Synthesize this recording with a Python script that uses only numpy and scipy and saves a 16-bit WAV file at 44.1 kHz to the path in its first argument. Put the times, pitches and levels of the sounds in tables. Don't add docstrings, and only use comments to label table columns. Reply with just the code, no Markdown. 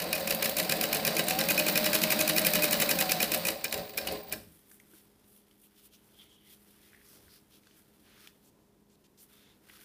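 import sys
import numpy as np
from scipy import signal
from scipy.fft import rfft, irfft, next_fast_len
from scipy.io import wavfile
from scipy.ndimage import uniform_filter1d

SR = 44100
rng = np.random.default_rng(int(sys.argv[2]) if len(sys.argv) > 2 else 0)


def ratio(d):
    e = np.asarray(d, float) / 20
    return 10 ** e


def log_audio(samples):
    frames = np.atleast_2d(samples).T
    limited = np.clip(frames, -1, 1)
    pcm = np.round(limited * 32767).astype(np.int16)
    wavfile.write(sys.argv[1], SR, pcm)


N = 433944
TIME = np.arange(N) / SR

# frequency in Hz, level in dB per Hz.
SHOP_AIR = [(12, -39), (20, -17), (45, -8), (151, -5.5), (183, -5.5), (310, -5), (620, -14.5), (774, -16.5),
            (1020, -16.5), (1140, -22.5), (2340, -28), (15000, -33)]
# frequency in Hz, level in dB rms.
FAN_LINES = [(48.4, -82.5), (204.6, -67.5), (317.6, -75), (409.1, -72)]

# time in seconds, hum in dB.
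MOTOR_LOAD = [(0.0, -39), (.8, -38), (1.61, -36), (2.64, -35.5), (3.24, -38.5), (3.5, -39.5), (3.64, -49.5),
              (3.79, -39.5), (3.9, -51), (4.13, -38), (4.24, -53), (4.35, -48.5), (4.43, -64.5),
              (4.58, -88)]
# multiple of field speed, dB at full speed, dB lost per 10 Hz slower.
COGGING_ORDERS = [(2, -10, -0.5), (3, -10, 4), (6, -2, 1.8), (9, 3, 1.1)]
# time in seconds, level in dB.
NINTH_ORDER = [(0, -14), (.11, 2.5), (.16, -10), (.27, -2), (.4, -11.5), (.52, -7), (.63, -6), (.75, -3.5),
               (.98, -4), (1.15, -4.5), (1.33, 2), (1.45, -1), (1.6, -7.5), (2.9, -9), (3.0, 2), (3.2, 1.5),
               (3.27, -6.5), (3.36, 1)]
# frequency in Hz, width in Hz, level in dB.
TABLE_MODES = [(172.2, 11, 5), (212.7, 20.2, 3.5), (223, 12.2, 7.5), (310, 33, -0.5), (339.6, 18, -0.5)]
# frequency in Hz, width in Hz, level in dB.
ARM_MODES = [(425, 31, -4), (538.4, 17, 2.5), (572, 21, 1), (613, 29, 2), (655.4, 28, -2), (690, 53, -5.5),
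             (729.5, 30, -1.5), (768, 38, -3.5), (1045, 33, -9.5)]
# frequency in Hz, level in dB per Hz.
BEARING_HISS = [(470, -7.5), (800, -5.0), (1350, -5.0), (2470, -3.0), (3370, -8.5), (4030, -1.0),
                (6050, -16.0), (8470, -18.5), (11700, -16.0), (13700, -11.5), (14250, -27)]
# frequency in Hz, width in Hz, level in dB.
SINGING_BANDS = [(1573, 12, -19), (3860, 12, -16), (4635, 270, -7.5), (8300, 100, -13.5), (12600, 120, -15),
                 (13550, 200, -14.5)]

# landing of the foot in seconds, then treble, body and
# hook treble in dB.
RUN_UP = [(-.032, -69, -78, -57.5), (0.1292, -21, -25.5, -44.5), (0.2749, -23, -28, -17),
          (0.4253, -20.5, -25.5, -19.5), (0.5683, -22, -31, -19), (0.6951, -22.5, -25, -21.5),
          (0.8124, -21, -28, -19), (0.929, -23.5, -27.5, -35), (1.0502, -25.5, -27, -22.5),
          (1.1675, -25, -25.5, -17.5), (1.2834, -22, -28, -19.5), (1.3893, -20.5, -24.5, -29.5),
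          (1.4871, -23.5, -28, -15.5), (1.5773, -24, -27.5, -20.5), (1.6657, -23, -28, -18.5),
          (1.7561, -23, -26, -17.5), (1.843, -23, -27.5, -19), (1.9317, -20, -24, -13.5)]
# landing in seconds, then treble, body and hook treble in dB.
FULL_SPEED = [
    (2.0173, -23.5, -28, -18.5),
    (2.1039, -21.5, -25.5, -16),
    (2.1916, -21.5, -30, -17.5),
    (2.2774, -20.5, -29, -19),
    (2.363, -22.5, -29.5, -18),
    (2.4484, -21, -28, -14.5),
    (2.5359, -21, -28.5, -18),
    (2.6222, -22.5, -30.5, -16),
]
# landing in seconds, then treble, body and hook treble in dB.
RUN_DOWN = [(2.71, -21, -31, -16), (2.8009, -19.5, -28.5, -15.5), (2.8914, -19.5, -30, -16.5),
            (2.9881, -22, -30, -17.5), (3.0946, -24.5, -24.5, -16), (3.2033, -21.5, -26.5, -15),
            (3.3182, -21.5, -28.5, -18.5), (3.452, -22.5, -31.5, -18.5), (3.643, -23.5, -31.5, -60),
            (3.9766, -24, -32.5, -60), (4.3248, -23.5, -36, -60)]
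# angle in turns after the foot, treble in dB, body in dB,
# dB gained when the turn is e times longer.
FEED_KNOCKS = [(.15, -28, -37, -1.5), (.35, -32, -37, 0), (0.487, -38.5, -47, 8)]
# time in seconds,
# treble in dB, body in dB.
CRAWL_KNOCKS = [(3.726, -21.5, -29.5), (3.742, -26, -30.5), (3.777, -31, -43), (3.894, -39, -46),
                (3.936, -44, -48), (4.272, -50, -53), (3.651, -33, -32.5), (3.983, -39, -32.5),
                (4.014, -44, -47), (4.116, -52, -50), (4.334, -34, -35.5), (4.317, -44, -43),
                (0.106, -56.5, -43), (4.073, -24, -29.5), (4.085, -46, -36), (4.1237, -29.5, -50),
                (4.297, -48, -57)]
# time in seconds, #
# treble in dB, body in dB.
FEED_CLICKS = [(.0248, -35, -46), (.2069, -34, -44), (.323, -33, -38), (.444, -27.5, -39), (.513, -33, -42),
               (.5851, -24, -34), (.6474, -30, -40), (.9472, -25, -45), (1.068, -26, -40),
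               (1.1523, -29.5, -39.5), (1.2685, -30, -39.5), (1.546, -31.5, -38.5), (1.725, -32, -40.5),
               (2.4156, -29, -38), (3.4691, -22.5, -34), (3.6103, -47, -45)]
# frequency in Hz, level in dB per Hz.
CHATTER_COLOUR = [(530, -47.5), (900, -11), (2140, 6), (2470, 4.5), (2680, -4), (3400, -20.5), (3870, -12),
                  (5720, -14.5), (7510, -13), (8260, -14), (15300, -7.5)]
# frequency in Hz, t60 in seconds, dB when the foot lands,
# dB for feed and hook.
HEAD_MODES = [(1577, 0.11, -12, -18.5), (1719, 0.067, -13.5, -10.5), (1970, 0.033, -7.5, -4),
              (2327, 0.033, -9, -11), (2630, 0.1, -18, -16), (2934, 0.04, -11.5, -5),
              (3866, 0.1, -17.5, -12.5), (4200, 0.04, -11.5, -21.5), (4750, 0.057, -17, -17.5),
              (5330, 0.13, -10, -30), (7530, 0.028, -22.5, -6.5), (9070, .04, -17.5, -15.5),
              (11200, .05, -14, -14.5)]
# frequency in Hz, t60 in seconds, dB for the foot, dB for feed and hook.
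FRAME_MODES = [(161, 0.16, -12.5, -17.5), (221.8, 0.08, -14.5, -20.5), (323, 0.083, -14, -25.5),
               (411.5, 0.38, -26, -28.5), (536.2, 0.21, -18.5, -15)]
BAR_DB = [-80.0, -21.5, -27, -28, -27.0, -29, -28.0, -24, -28.5, -32.0, -31.0, -31.5, -18.5, -16.5, -27.0,
          -26.0, -26.5, -25.0, -30.0, -24.0, -21.0, -28.0, -25.0, -31.0, -26.0, -19.5, -31.0, -28.0, -24.0,
          -25.0, -27.0, -25.0, -28.0, -24, -31, -32.0, -41.0]
PLATE_DB = [-80, -25, -34, -24, -33, -25, -26, -24, -24.5, -26, -24, -27, -27, -31, -24, -27.5, -36, -22,
            -36, -23, -29, -30, -29, -22, -26, -28.5, -29, -34, -30, -40, -18, -22.5, -38.5, -26, -25, -26,
            -30]
# frequency in Hz, t60 in seconds.
COVER_MODES = [(5343, .12), (1590, .12), (4280, .04)]
# time in seconds, then dB of each cover mode.
COVER_RINGS = [
    (3.646, -40, -42, -50),
    (3.982, -39, -39, -48),
    (4.329, -41, -43, -36),
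]
# time in seconds, peak in dB.
BRIGHT_TICKS = [(0.158, -28.5), (0.348, -19.5), (0.4953, -20.5), (0.629, -27), (0.7677, -32), (0.9698, -24),
                (1.24, -29), (1.519, -20), (1.698, -24.5), (1.898, -28), (1.962, -19.5), (2.223, -21.5),
                (2.394, -22), (2.5038, -28), (2.567, -23), (2.653, -21), (3.0243, -25.5), (3.242, -24.5),
                (3.3755, -25), (3.5055, -26.5), (3.9737, -26), (3.986, -28)]

# time in seconds, peak in dB, frequency in Hz.
GEAR_TEETH = [(3.5982, -45, 4410), (3.681, -33, 4310), (3.7115, -29, 4270), (3.7943, -35, 4370),
              (3.8342, -43, 4840), (3.8694, -47, 4380), (3.9065, -42, 4340), (4.0135, -30.5, 4340),
              (4.1131, -32, 4350), (4.1394, -46, 4560), (4.154, -40, 4690), (4.1744, -48, 4660),
              (4.2147, -45, 4680), (4.2955, -40, 4600)]
# time in seconds, peak in dB, frequency in Hz.
HARD_TAPS = [(4.5544, -61, 8600), (4.715, -42, 7640), (4.714, -47, 1600), (4.7995, -46, 2050),
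             (4.8, -55, 6500), (4.936, -52, 1380), (5.243, -56, 3020), (5.5114, -52, 3060),
             (7.2813, -51, 1484), (7.634, -56, 2430), (7.67, -49, 1540), (7.671, -50, 3900),
             (7.7096, -56, 1690), (6.536, -58, 6490), (8.273, -39, 2820), (8.274, -46, 13480),
             (8.2735, -50, 6500), (8.955, -60, 3980), (9.698, -50, 3000), (9.7314, -58, 13500),
             (9.7916, -49, 1490), (9.811, -47, 1990)]
# time in seconds, peak in dB, frequency in Hz.
SOFT_TAPS = [(6.932, -46.5, 1870), (6.9466, -48, 1900), (6.9744, -57, 1650), (6.997, -56, 1800),
             (7.013, -56, 1800), (7.054, -58, 1500), (7.075, -60, 1500), (8.177, -52, 1520),
             (8.178, -60, 5000), (4.933, -53, 330), (8.259, -55, 1400), (7.69, -60, 4000),
             (7.711, -58, 3000), (9.6866, -52, 1700), (9.697, -44, 1990), (8.02, -59, 9600)]
# start in seconds, length in seconds, level in dB,
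# centre in Hz, width in Hz.
SHUDDERS = [
    (3.73, .1, -53, 65, 37),
    (3.74, .12, -54, 320, 60),
    (4.08, .1, -55, 75, 40),
    (4.07, .14, -52, 290, 70),
]
# start in seconds, length in seconds, level in dB, centre in Hz, width in Hz.
HAND_SWEEPS = [(4.939, 0.08, -69, 3800, 4000), (5.628, .04, -72, 3000, 900), (5.93, .04, -70, 6000, 1000),
               (5.759, 0.34, -79, 3000, 540), (6.4, 0.17, -69.5, 3300, 500),
               (6.03, 0.063, -70, 12000, 6600), (6.13, 0.32, -68, 3240, 450),
               (6.186, 0.049, -58, 3270, 360), (6.166, 0.15, -73, 2200, 440), (6.382, 0.2, -78, 2040, 400),
               (6.277, 0.1, -70, 5300, 7200), (6.25, .29, -72, 3080, 300), (6.13, 0.054, -71, 3200, 400),
               (6.44, .09, -75, 2100, 200), (6.739, 0.39, -71, 2040, 770), (6.999, 0.25, -67, 5200, 2400),
               (7.084, 0.22, -66, 220, 330), (7.169, 0.18, -69, 78, 46), (7.27, 0.14, -65, 4700, 1300),
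               (7.595, 0.22, -70.5, 3300, 5600), (8.001, 0.27, -65, 2200, 2500),
               (8.44, 0.065, -71, 7500, 4000), (8.89, 0.074, -72.5, 4900, 8800),
               (9.039, 0.031, -69, 3800, 3800), (9.173, 0.045, -65.5, 5200, 5000),
               (9.177, 0.081, -64, 11000, 8000), (9.04, .033, -75, 11000, 6000),
               (9.25, 0.36, -71, 3540, 500), (9.27, 0.34, -69, 2400, 3400)]
# time in seconds, level in dB.
HAND_CONTACT = [(4.36, -58), (4.48, -70), (5.18, -73), (5.76, -74), (5.85, -73), (6.6, -71), (7.26, -66.5),
                (7.38, -74), (8.1, -71), (8.36, -73), (8.53, -81), (8.85, -81), (9.18, -79), (9.34, -66),
                (9.7, -81.5), (9.84, -61)]
# start in seconds, length in seconds, rustle in dB,
# slide minus rustle in dB, drag minus rustle in dB.
CLOTH_STROKES = [(4.477, 0.15, -60, -13, -21), (4.674, 0.092, -53.5, -20, -20),
                 (4.793, 0.03, -64, -21, -12), (4.853, 0.2, -58, -11, -13), (5.238, 0.18, -57.5, -11, -37),
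                 (5.588, 0.079, -56, -14, -26), (5.776, 0.03, -57.5, 3, -8), (5.832, 0.036, -55, -3, -22),
                 (5.93, 0.029, -57, 5.5, -14), (6.118, 0.15, -62.5, 4, -7), (6.45, 0.11, -55.5, 0, -19),
                 (6.59, 0.054, -63, -10, -11), (6.681, 0.043, -64, 1, -16), (6.747, 0.037, -71, 6, 3),
                 (6.818, 0.091, -61.5, 3, -20), (7.02, 0.15, -58, -12, -13), (7.283, 0.12, -61, 0, -5),
                 (7.52, 0.056, -62.5, 8, -8), (7.744, 0.085, -60.5, -2, -3), (8.161, 0.14, -58.5, 8, 5),
                 (8.439, 0.049, -62, -1, -21), (9.193, 0.056, -55, -9, -18), (9.62, 0.2, -56.5, 4, 2)]

# frequency in Hz, gain in dB.
OVERALL_RESPONSE = [(18, -14), (36, 0), (15230, 0), (15330, -18), (15850, -42), (16400, -62), (16480, -95)]


def level(x, db):
    return x * ratio(db) / np.sqrt(np.mean(x ** 2))


def columns(table, off_db=-120):
    s, first, *rest = np.transpose(table)
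    return [np.interp(TIME, s, first, off_db, off_db)] + [np.interp(TIME, s, c) for c in rest]


def colour(x, points):
    hz, db = np.transpose(points)
    size = next_fast_len(N + SR // 10)
    f = np.fft.rfftfreq(size, 1 / SR) + 1
    gain = ratio(np.interp(np.log(f), np.log(hz), db))
    return irfft(rfft(x, size) * gain, size)[..., :N]


def band(x, lo_hz, hi_hz):
    return signal.sosfilt(signal.butter(3, [lo_hz, hi_hz], "band", fs=SR, output="sos"), x)


def ring(x, hz, width):
    return signal.lfilter(*signal.iirpeak(hz, hz / width, SR), x)


def walk(rate):
    k = int(SR / rate)
    held = np.repeat(rng.standard_normal(N // k + 1), k)
    return 1.299 * uniform_filter1d(uniform_filter1d(held, k), k)[:N]


def noise():
    return rng.standard_normal(N)


def spikes(times, gains):
    out = np.zeros(N)
    np.add.at(out, np.clip((times * SR).astype(int), 0, N - 1), gains)
    return out


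def bursts(times, db, rise, fall):
    hold_s = 0.0024
    half = int(.15 * SR)
    t = np.arange(-half, half + 1) / SR
    shape = np.where(t < 0, np.exp(np.minimum(t, 0) / rise), np.exp(-np.maximum(t - hold_s, 0) / fall))
    return signal.oaconvolve(spikes(times, ratio(db)), shape, "same")


def mode(x, hz, t60, swell):
    w = 2 * np.pi * hz / SR
    radii = np.exp(-1 / (np.array([t60 / np.log(1000), swell]) * SR))
    long, short = (signal.lfilter([0, np.sin(w)], [1, -2 * r * np.cos(w), r * r], x) for r in radii)
    return long - short


def shop():
    lines = np.zeros(N)
    for hz, db in FAN_LINES:
        phase = 2 * np.pi * np.cumsum(hz + 0.96 * walk(9.6)) / SR
        lines += ratio(db - 2.0 + 1.3 * walk(11)) * np.sin(phase)
    return level(colour(noise(), SHOP_AIR), -67.5) * ratio(1.1 * walk(4.6)) + lines


def stitches():
    s, top_db, body_db, hook_db = np.r_[RUN_UP, FULL_SPEED, RUN_DOWN].T
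    return s, top_db, body_db, hook_db, np.gradient(s)


def motor_speed():
    field_turns_per_stitch, stop_s, stop_hz = 8.93, 3.9, 18
    s = stitches()[0]
    middles = (s[1:-1] + s[:-2]) / 2
    times = np.r_[middles, s[-2] + np.diff(s)[-1] / 2, stop_s]
    return np.interp(TIME, times, np.r_[field_turns_per_stitch / np.diff(s), stop_hz])


def motor_hum(hz, slower):
    s = stitches()[0]
    stitch = 2 * np.pi * np.interp(TIME, s, np.arange(len(s)))
    field = 2 * np.pi * np.cumsum(hz * (1 + 0.016 * np.sin(stitch + 1.0) + 0.008 * walk(20))) / SR
    force = level(noise(), 14.5) * ratio(0.83 * walk(40))
    for order, db, loss in COGGING_ORDERS:
        order_db = db - loss * slower + 2.2 * walk(24.98)
        if order == 9:
            order_db = order_db + columns(NINTH_ORDER, -6.0)[0]
        force = force + ratio(order_db) * np.sin(order * field)

    def shaken(part):
        return sum((-1) ** k * ratio(db) * ring(force, f, w) for k, (f, w, db) in enumerate(part))

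    def steady(x):
        return x / np.sqrt(uniform_filter1d(x ** 2, int(.25 * SR)))

    arm = steady(band(shaken(ARM_MODES), 420, 1500)) * ratio(0.65 * np.cos(stitch - 2.6))
    let_go_s = 4.26
    boom_db = -2.7 - 0.6 * slower + 86 * np.clip(TIME - let_go_s, 0, .3)
    sway_db = -27 + 1.41 * slower + 99 * np.clip(TIME - let_go_s, 0, .25)
    boom = ratio(boom_db) * steady(band(shaken(TABLE_MODES), 140, 400))
    sway = ratio(sway_db) * level(band(noise(), 51, 120), 0)
    crawl_db = -5.5 - 17.0 * np.maximum(hz - 30, 0) / 10
    return arm + boom + sway + ratio(crawl_db) * level(ring(noise(), 415, 8.0), 0)


def bearings():
    hiss = colour(noise() * ratio(2.0 * walk(300)), BEARING_HISS)
    singing = sum(level(ring(noise(), f, w), db) for f, w, db in SINGING_BANDS)
    hiss = hiss + singing * np.std(band(hiss, 1700, 8500))
    return hiss / np.std(band(hiss, 1700, 8500))


def drive_whistle(hz, slower):
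    carrier_hz, off_s = 15010, 4.35
    field = 2 * np.pi * np.cumsum(hz) / SR
    carrier = 2 * np.pi * carrier_hz * TIME + np.cumsum(walk(150)) * 25 / SR
    whistle = level(band(noise(), 14850, 15200), -60)
    for side, db, loss in [(-1, -39, 1.8), (0, -52, .6), (1, -49, 1.3)]:
        whistle = whistle + ratio(db - loss * slower + 3.2 * walk(23)) * np.sin(carrier + side * field)
    return whistle * (TIME < off_s)


def motor():
    hz = motor_speed()
    slower = (103 - hz) / 10
    hum_db = columns(MOTOR_LOAD)[0]
    hiss_db = hum_db - 2.4 - 0.4 * slower
    return ratio(hum_db) * motor_hum(hz, slower) + ratio(hiss_db) * bearings() + drive_whistle(hz, slower)


def follows():
    crawl_turn_s, longest_turn_s = .22, .148
    scatter_db, scatter_turn = -2.5, 0.01
    s, _, _, hook_db, turn = stitches()
    run = turn < crawl_turn_s
    s, hook_db, turn = s[run], hook_db[run], turn[run]
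    slow = np.log(turn / turn.min())
    turn = np.minimum(turn, longest_turn_s)
    hook_body_db = -25 - 2.5 * slow + .3 * (hook_db - hook_db.mean())
    rows = [np.c_[s + .222 * turn, hook_db, hook_body_db], CRAWL_KNOCKS, FEED_CLICKS]
    for angle, top_db, body_db, slow_db in FEED_KNOCKS:
        slip, size, depth = rng.standard_normal((len(s), 3)).T
        db = slow_db * slow + scatter_db * size
        times = s + (angle + scatter_turn * slip) * turn
        rows.append(np.c_[times, top_db + db, body_db + db + scatter_db * depth])
    return np.concatenate(rows).T


def head_ring(s, body_db, turn, s2, body2_db):
    modes = HEAD_MODES + FRAME_MODES
    luck, luck2 = (ratio(2.5 * rng.standard_normal((len(t), len(modes)))) for t in (s, s2))
    foot_db = body_db - 4.5 * np.log(np.minimum(turn, .35) / turn.min())
    times = np.r_[s, s2] - .0015
    out = np.zeros(N)
    for k, (hz, t60, a_db, b_db) in enumerate(modes):
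        gains = np.r_[ratio(foot_db + a_db) * luck[:, k], ratio(body2_db + b_db) * luck2[:, k]]
        out += mode(spikes(times, gains), hz, t60, swell=0.0014)
    bar = mode(spikes(s, ratio(np.add(BAR_DB, -4.5))), 2494, 0.12, swell=.002)
    plate = mode(spikes(s, ratio(np.add(PLATE_DB, -1.5))), 2420, .06, swell=.002)
    out += ratio(2 * walk(160)) * bar + plate
    cover_s, *cover_db = np.transpose(COVER_RINGS)
    for (hz, t60), db in zip(COVER_MODES, cover_db):
        out += mode(spikes(cover_s, ratio(db)), hz, t60, swell=.003)
    return band(out * ratio(3 * walk(70)), 120, 14000)


def knocks():
    s, top_db, body_db, _, _ = stitches()
    s2, top2_db, body2_db = follows()
    turn = np.diff(s, append=N / SR)

    def shape(db, db2, sharp, blurred, fall):
        return bursts(s, db, sharp, fall) + bursts(s2, db2, blurred, fall)

    lever_db = top_db - 14.0 - 200 * np.maximum(turn - .095, 0)
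    lever = bursts(s + .65 * turn, lever_db, 0.0013, 0.005)
    scrape = bursts(s + .15 * turn, top_db - 9.5 - 60 * turn, 0.00098, 0.0051)
    extra = lever + scrape

    treble = shape(top_db - 0.6, top2_db - 6.0, 0.0006, 0.0014, 0.0011)
    treble = treble + ratio(-14.5) * shape(top_db, top2_db, 0.0013, 0.008, 0.0065) + extra
    middle = shape(body_db, body2_db, 0.002, 0.00066, 0.0036)
    middle = middle + ratio(-9.5) * shape(body_db, body2_db, 0.0015, 0.0012, 0.012) + ratio(-0.5) * extra
    chatter = level(colour(noise() * ratio(2.5 * walk(1500)), CHATTER_COLOUR), 0)
    rattle = level(band(chatter, 6200, 16500), -3) * treble
    rattle = rattle + level(band(chatter, 3030, 5480), -6.0) * middle

    blow = noise() * shape(body_db, body2_db + 1.5, 0.003, 0.0023, 0.0052)
    thud = band(blow, 740, 3000) + ratio(3.0) * band(blow, 300, 910)
    return rattle + ratio(-0.5) * head_ring(s, body_db, turn, s2, body2_db) + thud


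def snaps():
    s, db = np.transpose(BRIGHT_TICKS)
    t = np.arange(SR // 50) / SR
    fall = np.exp(-t / 0.00041) + ratio(-6.5) * np.exp(-t / 0.0034)
    grit = noise()
    tick = level(ring(grit, 12600, 3400), 0) + level(band(grit, 2500, 6000), -9)
    return tick * signal.oaconvolve(spikes(s, ratio(db)), fall)[:N]


def taps():
    out = np.zeros(N)
    t = np.arange(int(.02 * SR)) / SR
    for table, edge in ((SOFT_TAPS + GEAR_TEETH, 0), (HARD_TAPS, .12)):
        for s, db, hz in table:
            grit = rng.standard_normal(len(t)) * np.exp(-t / 0.0026)
            tick = ring(grit, hz, hz / 3.3) + edge * grit
            if not edge:
                tick = ring(tick, hz, hz / 1.5)
            start = int(s * SR)
            out[start:start + len(t)] += ratio(db) * tick / np.abs(tick).max()
    return out


def swishes():
    out = np.zeros(N)
    for s, length, db, hz, width in SHUDDERS + HAND_SWEEPS:
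        start, size = int(s * SR), min(int(length * SR), SR // 2)
        grit = ring(ring(rng.standard_normal(size), hz, width), hz, 2 * width)
        swell = signal.windows.tukey(size, np.clip(4.5 * length, .15, .7))
        out[start:start + size] += swell * level(grit, db)
    return out


def strokes(db):
    rise, edge_s = 0.62, 0.028
    out = np.zeros(N)
    for (s, length, *_), gain in zip(CLOTH_STROKES, ratio(db)):
        edge = [s - edge_s, s + rise * length, s + length + edge_s]
        part = slice(int(edge[0] * SR), int(edge[2] * SR))
        out[part] += gain * np.sin(np.interp(TIME[part], edge, [0, np.pi / 2, np.pi])) ** 2
    return out


def cloth():
    grains = noise() * ratio(1.8 * walk(400) + 1.0 * walk(40))
    rustle = level(band(grains, 8800, 15800), 0) + level(band(grains, 5060, 7520), -34.5)
    slide = level(band(grains, 2400, 6040), -2.5) + level(ring(grains, 3390, 560), -9.0)
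    drag = level(band(grains, 1150, 2300), 0)
    contact = ratio(columns(HAND_CONTACT)[0])
    db, slide_db, drag_db = np.transpose(CLOTH_STROKES)[2:]
    out = (contact + strokes(db - 7.5)) * rustle
    out += (ratio(-4.5) * contact + strokes(db + slide_db - 12.5)) * slide
    out += (ratio(-6.5) * contact + strokes(db + drag_db - 13.5)) * drag
    return out


def room(x, t60_low, t60_high, wet_db):
    t = np.arange(int(.6 * SR)) / SR
    low, high = rng.standard_normal((2, len(t)))
    low = band(low, 80, 2500) * np.exp(-np.log(1000) * t / t60_low)
    high = band(high, 3300, 21000) * np.exp(-np.log(1000) * t / t60_high)
    tail = (low + high) * (t > .004)
    return x + ratio(wet_db) * signal.fftconvolve(x, tail / np.sqrt(np.sum(tail ** 2)))[:N]


def scene():
    sharp = room(knocks() + snaps() + taps(), 0.36, 0.37, -10.5)
    return (shop() + motor() + sharp + swishes() + cloth())[None]


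def low_pass(x):
    return signal.sosfilt(signal.butter(12, 16450, fs=SR, output="sos"), x)


def record(dry):
    return low_pass(colour(dry, OVERALL_RESPONSE))


dry = scene()
out = record(dry)
log_audio(out)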